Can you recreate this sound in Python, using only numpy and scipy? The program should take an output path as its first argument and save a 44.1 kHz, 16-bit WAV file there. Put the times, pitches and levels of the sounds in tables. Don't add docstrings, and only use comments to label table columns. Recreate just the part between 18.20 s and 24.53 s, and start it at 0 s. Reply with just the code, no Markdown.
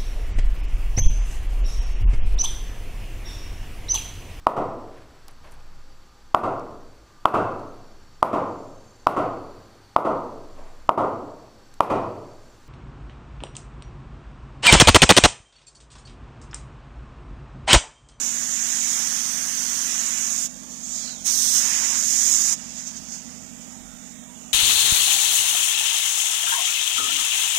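import sys
import numpy as np
from scipy import signal
from scipy.io import wavfile
from scipy.ndimage import uniform_filter1d

SR = 44100
rng = np.random.default_rng(int(sys.argv[2]) if len(sys.argv) > 2 else 0)


def transcribe(signal):
    frames = np.atleast_2d(signal).T
    limited = np.clip(frames, -1, 1)
    pcm = np.round(limited * 32767).astype(np.int16)
    wavfile.write(sys.argv[1], SR, pcm)


def amplitude_ratio(level_db):
    exponent = np.asarray(level_db, float) / 20
    return 10 ** exponent


N = 279153
OPEN_DB = 5.5


def evened(x):
    return x / np.sqrt(np.mean(x ** 2) + 1e-20)


def smooth_random(size, passes):
    drift = rng.standard_normal(N)
    for _ in range(passes):
        drift = uniform_filter1d(drift, size=size)
    return evened(drift)


def read(points, hz):
    f, value = np.transpose(points)
    return np.interp(np.log(hz + 1), np.log(f + 1), value)


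def curve(rows, t):
    s, *columns = np.transpose(rows)
    return [np.interp(t, s, c) for c in columns]


def grid(size):
    return np.arange(4 * N // size + 5) * size / 4 / SR, np.fft.rfftfreq(size, 1 / SR)[:, None]


def noise(field_db, size, patchy_db, flicker_db):
    t, hz = grid(size)
    a, b, patches = rng.standard_normal((len(t), len(hz), 3)).T
    patches = uniform_filter1d(patches, size=9, axis=0)
    patches = evened(uniform_filter1d(patches, size=17, axis=1))
    flicker = evened(uniform_filter1d(rng.standard_normal(len(t)), size=4))
    z = (a + 1j * b) * amplitude_ratio(field_db + patchy_db * patches + flicker_db * flicker)
    return evened(signal.istft(z, nperseg=size, noverlap=3 * size // 4)[1][:N])


# start_s, pitch_hz
ECHO_NOTCH = [(0, 4900), (.3, 4120), (.6, 4460), (.9, 4200), (1.5, 3960), (1.85, 4660), (2.15, 4350),
              (2.5, 3740), (3, 4960), (3.55, 4370), (4.3, 4270), (4.7, 4300), (4.95, 3840), (5.3, 4100),
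              (6.33, 5200)]


def reflection_db(size):
    t, hz = grid(size)
    ratio = hz / curve(ECHO_NOTCH, t)[0]
    width = .08
    first_dip = np.exp(-((ratio - 1) / width) ** 2)
    third_dip = np.exp(-((ratio / 3 - 1) / width) ** 2)
    return -2.8 * first_dip - 1.5 * third_dip


# start_s, open_trigger_level_db, facing_microphone (0-1), striking_panel (0-1)
SPRAY_PASSES = [
    [(0, -28, 0.25, 0.57), (.3, -28, 0.4, 0.54), (.55, -25.5, 0.23, 0.59), (.76, -25, 0.5, 0.62),
     (.97, -27.5, 0.82, 0.73), (1.36, -28.5, 0.73, 0.68), (1.6, -27, 0.77, 0.74), (1.9, -26, 0.26, 0.65),
     (2.26, -27.5, 0.38, .2)],
    [(3.07, -23, 0.84, 0.16), (3.28, -22, 1, 0.12), (3.42, -22.5, 0.62, 0.44), (3.52, -24.5, 0.49, 0.85),
     (3.76, -24, 0.28, 0.67), (3.84, -23.5, 0.4, 0.18), (4.1, -20.5, 0.24, 0.15), (4.2, -22, 0.32, 0.18),
     (4.33, -23.5, 0.27, 0.3)],
]
LEAKING_RESTS = [
    [(2.3, -25.5, 0.39, 0.035), (2.47, -28.5, 0.65, .1), (2.61, -22, .2, 0.12), (2.68, -16.5, 0, 0),
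     (2.76, -13, 0.25, 0), (2.88, -17, 0.23, 0.73), (2.98, -24.5, .3, 0.42)],
    [(4.4, -23.5, 0.23, 1), (4.55, -23, .3, 0.76), (4.81, -26.5, 0.57, 0.84), (5.1, -27.5, 0.35, 0.85),
     (5.3, -32, 0.32, 0.81), (5.75, -33.5, 0.18, 0.89), (6.08, -38, 0.098, 1), (6.33, -33.5, 0.06, .6)],
]
# pulled_s, let_go_s
TRIGGER_PULLS = [
    (-1, 2.262),
    (3.037, 4.337),
]
# peak_s, level_db, rise_s, fall_s
HOSE_SURGES = [(.05, 2.5, .04, .08), (.83, 0, 0.06, .1), (1.4, 1.5, 0.023, 0.075), (2.52, 5, .03, 0.067),
               (3.356, 4, 0.039, 0.071), (4.135, 1.5, 0.082, 0.041), (4.284, 2.5, .04, 0.049),
               (4.59, 7, 0.046, 0.063), (4.675, 9.5, 0.026, 0.048), (4.77, 8.5, .025, 0.034),
               (4.944, 10, 0.088, 0.071), (5.414, 6.5, 0.0087, 0.08), (5.52, 5, 0.037, 0.074),
               (5.87, 7.5, 0.11, 0.11), (6.2, 6.5, .1, 0.14)]


def aim(t):
    hand = SPRAY_PASSES[0] + LEAKING_RESTS[0] + SPRAY_PASSES[1] + LEAKING_RESTS[1]
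    level_db, facing, striking = curve(hand, t)
    opens_s, shuts_s = .026, .023
    seep_db = -17.5
    pulled = 0
    for pulled_s, let_go_s in TRIGGER_PULLS:
        opening = (t - pulled_s) / opens_s
        shutting = 1 - (t - let_go_s) / shuts_s
        pulled = pulled + np.clip(np.minimum(opening, shutting), 0, 1)
    surge_db = 0
    for s, db, rise, fall in HOSE_SURGES:
        surge_db = surge_db + np.interp(t, [s - rise, s, s + fall], [0, db, 0])
    return level_db + seep_db * (1 - pulled) + surge_db, facing, striking, 1 - pulled, -surge_db


def layer_db(law, controls):
    return law[0] + np.dot(law[1:], controls)


# pitch_hz, level_db (per Hz)
OPEN_HISS = [(180, -63), (300, -23.5), (544, -29), (663, -24.5), (1110, -18.5), (1310, -18.5), (1700, -14),
             (2620, -16.5), (4300, -16), (6500, 2.5), (8050, -11), (9190, -14.5), (10700, -24),
             (12400, -21.5), (15600, -26)]
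LAYER_BORDERS_HZ = [3200, 5200, 8200]
# aimed_away_db, facing_db, striking_db, released_db, surge_missed (share)
SPLASH_LAW = (-22, -0.5, 13, -1.5, .5)
SHOULDER_LAW = (-15.5, 6, 2, 3, 0.37)
FIZZ_LAW = (-11, 7, -2, -3.5, 0.3)
# start_s, pitch_hz, level_db (over the shoulder)
SWINGING_WHOOSH = [
    (2.72, 5430, -7),
    (2.8, 4550, 3),
    (2.91, 4230, 14.5),
    (2.97, 3650, 7),
    (3.02, 3060, 4),
    (3.04, 3100, -1.5),
]


def spray(controls):
    t, hz = grid(size=512)
    away_hz, facing_hz, centre_hz = 6950, 6230, 6500
    slide = (away_hz + (facing_hz - away_hz) * aim(t)[1]) / centre_hz
    above = [1 / (1 + (border / (hz + 1)) ** 24) for border in LAYER_BORDERS_HZ]
    shares = [1 - above[0], above[0] - above[1], above[1] - above[2], above[2]]
    share_db = [10 * np.log10(abs(s) + 1e-9) for s in shares]
    whoosh_hz, whoosh_db = curve(SWINGING_WHOOSH, t)
    aimed_db = reflection_db(size=512) + whoosh_db * np.exp(-((hz / whoosh_hz - 1) / 0.13) ** 2)
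    hiss_db = read(OPEN_HISS, hz)
    splash = noise(hiss_db + share_db[0], size=512, patchy_db=1.5, flicker_db=0.06)
    shoulder = noise(hiss_db + aimed_db + share_db[1], size=512, patchy_db=0.2, flicker_db=0.86)
    jet = noise(read(OPEN_HISS, hz / slide) + share_db[2], size=512, patchy_db=0.55, flicker_db=0.5)
    fizz = noise(hiss_db + aimed_db + share_db[3], size=512, patchy_db=1.0, flicker_db=0.3)
    mix = jet + amplitude_ratio(layer_db(SPLASH_LAW, controls)) * splash
    mix += amplitude_ratio(layer_db(SHOULDER_LAW, controls)) * shoulder
    return mix + amplitude_ratio(layer_db(FIZZ_LAW, controls)) * fizz


# pitch_hz, level_db (per Hz)
MUFFLED_HISS = [(3500, -35), (5000, -15.5), (6000, -10.3), (7000, -3.5), (7900, 0.0), (8700, -0.9),
                (9300, -4.2), (10200, -11.9), (12000, -13.1), (14500, -14.4), (15600, -14.4)]
# aimed_away_db, facing_db, striking_db, released_db, surge_missed (share)
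MUFFLED_LAW = (-30, 14.5, 3, -2, 0.5)


def muffled_hiss(controls):
    hiss = noise(read(MUFFLED_HISS, grid(size=512)[1]), size=512, patchy_db=1.3, flicker_db=.7)
    return amplitude_ratio(layer_db(MUFFLED_LAW, controls) - 10.0) * hiss


def gun():
    jet_db, *controls = aim(np.arange(N) / SR)
    both = np.array([muffled_hiss(controls), spray(controls)])
    sputter = smooth_random(300, passes=1)
    return amplitude_ratio(jet_db + OPEN_DB + 0.18 * sputter) * both


# multiple (of the crank rate), level_db
PUMP_TONES = [(3, -71.7), (4, -67.8), (5, -63.3), (6, -73.6), (7, -65.8), (8, -71.9), (10, -73.3),
              (11, -59.9), (12, -61.3), (14, -59.8), (15, -51.8), (16, -52.7), (18, -49.2), (19, -57.7),
              (20, -50.7), (21, -46.3), (22, -55.2), (23, -58.4), (24, -63.0), (25, -68.3), (27, -67.5),
              (41, -72.5), (42, -70.0), (43, -72.2), (44, -69.9), (51, -71.3), (53, -64.3), (54, -72.3),
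              (55, -67.6), (56, -66.3)]
STROKE_PHASES = [.006, .911, .604]


def compressor():
    crank_hz, crank_start = 11.751, .272
    sweep = -.038
    sway = smooth_random(20000, passes=2)
    turns = crank_start + np.cumsum(crank_hz * (1 + 0.00004 * sway)) / SR
    drone = np.zeros(N)
    for multiple, db in PUMP_TONES:
        phase = STROKE_PHASES[int(multiple) % 3] - sweep * multiple ** 2
        drone += np.sqrt(2) * amplitude_ratio(db) * np.sin(2 * np.pi * (multiple * turns + phase))
    stroke = smooth_random(1500, passes=2)
    return drone * amplitude_ratio(0.16 * stroke)


# pitch_hz, level_db (per Hz)
YARD_AIR = [(13, -46), (22, -42), (124, -22), (233, -7.5), (334, -18), (562, -20.5), (645, -15.5),
            (1030, -22), (2340, -24.5), (3840, -24.5), (4290, -48), (6840, -11.5), (10100, -31.5),
            (14400, -32), (15600, -33.5)]


def yard():
    field_db = read(YARD_AIR, grid(size=2048)[1]) + reflection_db(size=2048)
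    return amplitude_ratio(-41) * noise(field_db, size=2048, patchy_db=2.5, flicker_db=-0.07)


ENGINE_HZ = [40.6, 85.4]
ENGINE_WIDTH_HZ = [12.3, 5.7]
ENGINE_IDLE_DB = [-68, -81.5]
# centre_s, tone (1 or 2), level_db, length_s
ENGINE_SWELLS = [(1.133, 1, -67, .2), (2.413, 1, -64, 0.19), (2.792, 1, -64, .2), (3.08, 1, -61, 0.19),
                 (3.54, 1, -62, 0.18), (4.05, 1, -64, .2), (4.475, 1, -65, .2), (4.81, 1, -64, 0.16),
                 (5.43, 1, -70, .12), (5.66, 1, -57, 0.18), (2.7, 2, -64, .15), (3.026, 2, -64, .12),
                 (3.3, 2, -59.5, 0.34), (3.655, 2, -65, 0.35), (4.06, 2, -58.5, 0.14), (4.49, 2, -63.5, .2),
                 (4.764, 2, -60, 0.23), (5.13, 2, -59, 0.37), (5.598, 2, -59.5, 0.16),
                 (5.96, 2, -63.5, 0.18)]


def rumble():
    t, out = np.arange(N) / SR, np.zeros(N)
    for k, (idle_db, hz, width) in enumerate(zip(ENGINE_IDLE_DB, ENGINE_HZ, ENGINE_WIDTH_HZ)):
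        gain = np.full(N, amplitude_ratio(idle_db))
        for s, tone, db, length in ENGINE_SWELLS:
            if round(tone) == k + 1:
                gain += amplitude_ratio(db) * np.exp(-(2 * (t - s) / length) ** 2)
        r = np.exp(-np.pi * width / SR)
        white = rng.standard_normal(N) + 1j * rng.standard_normal(N)
        wander = np.angle(signal.lfilter([1], [1, -2 * r, r * r], white))
        out += gain * amplitude_ratio(OPEN_DB) * np.sqrt(2) * np.sin(2 * np.pi * hz * t + wander)
    return out


def toot():
    t = np.arange(N) / SR
    centre_s, length_s, pitch_hz = 6.113, .09, 965
    swell = np.exp(-(2 * (t - centre_s) / length_s) ** 4)
    return amplitude_ratio(-53) * swell * np.sin(2 * np.pi * pitch_hz * t)


# pitch_hz, level_db (per Hz)
AMPLIFIER_NOISE = [(25, 0.0), (60, -5.9), (150, -6.1), (300, -6.6), (600, -12.0), (1200, -17.3),
                   (2500, -22.4), (4000, -27.3), (6000, -27.8), (8000, -24.2), (10000, -45)]


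def amplifier():
    hz = grid(size=2048)[1]
    return amplitude_ratio(-63.5) * noise(read(AMPLIFIER_NOISE, hz), size=2048, patchy_db=.3, flicker_db=.2)


# pitch_hz, share_of_time (0-1)
PATCHES_MUTED = [(1000, 0), (1800, .05), (2600, .13), (4300, .27), (5400, .03), (8200, .04), (10300, .46),
                 (12300, .34), (15500, .3)]


def mute_patches(x, extra):
    top_hz, mask_octaves = 15600, .3
    hz, _, z = signal.stft(x, SR, nperseg=2048, noverlap=1536)
    local = uniform_filter1d(abs(z) ** 2, size=6, axis=0)
    local = uniform_filter1d(local, size=3, axis=1) + 1e-20
    octave = np.log2(hz + 500)
    reach = np.exp(-abs(octave[:, None] - octave) / mask_octaves * 3)
    under = np.log(local / (reach @ local))
    valleys = uniform_filter1d(uniform_filter1d(under, size=90, axis=0), size=15, axis=1)
    under -= .65 * valleys
    rank = under.argsort(axis=1).argsort(axis=1) / z.shape[1]
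    share = read(PATCHES_MUTED, hz) + extra * np.clip(hz / 5000, 0, 1)
    kept = (rank >= share[:, None]) * (hz < top_hz)[:, None]
    return signal.istft(z * kept, nperseg=2048, noverlap=1536)[1][:N]


def scene():
    right = yard() + compressor() + rumble() + toot()
    return gun() + np.array([0 * right, right])


def low_pass(x):
    return signal.sosfilt(signal.butter(12, 16620, fs=SR, output="sos"), x)


def record(dry):
    left = mute_patches(dry[0] + amplifier(), extra=.24)
    right = mute_patches(dry[1], extra=0)
    return low_pass(np.array([left, right]))


dry = scene()
out = record(dry)
transcribe(out)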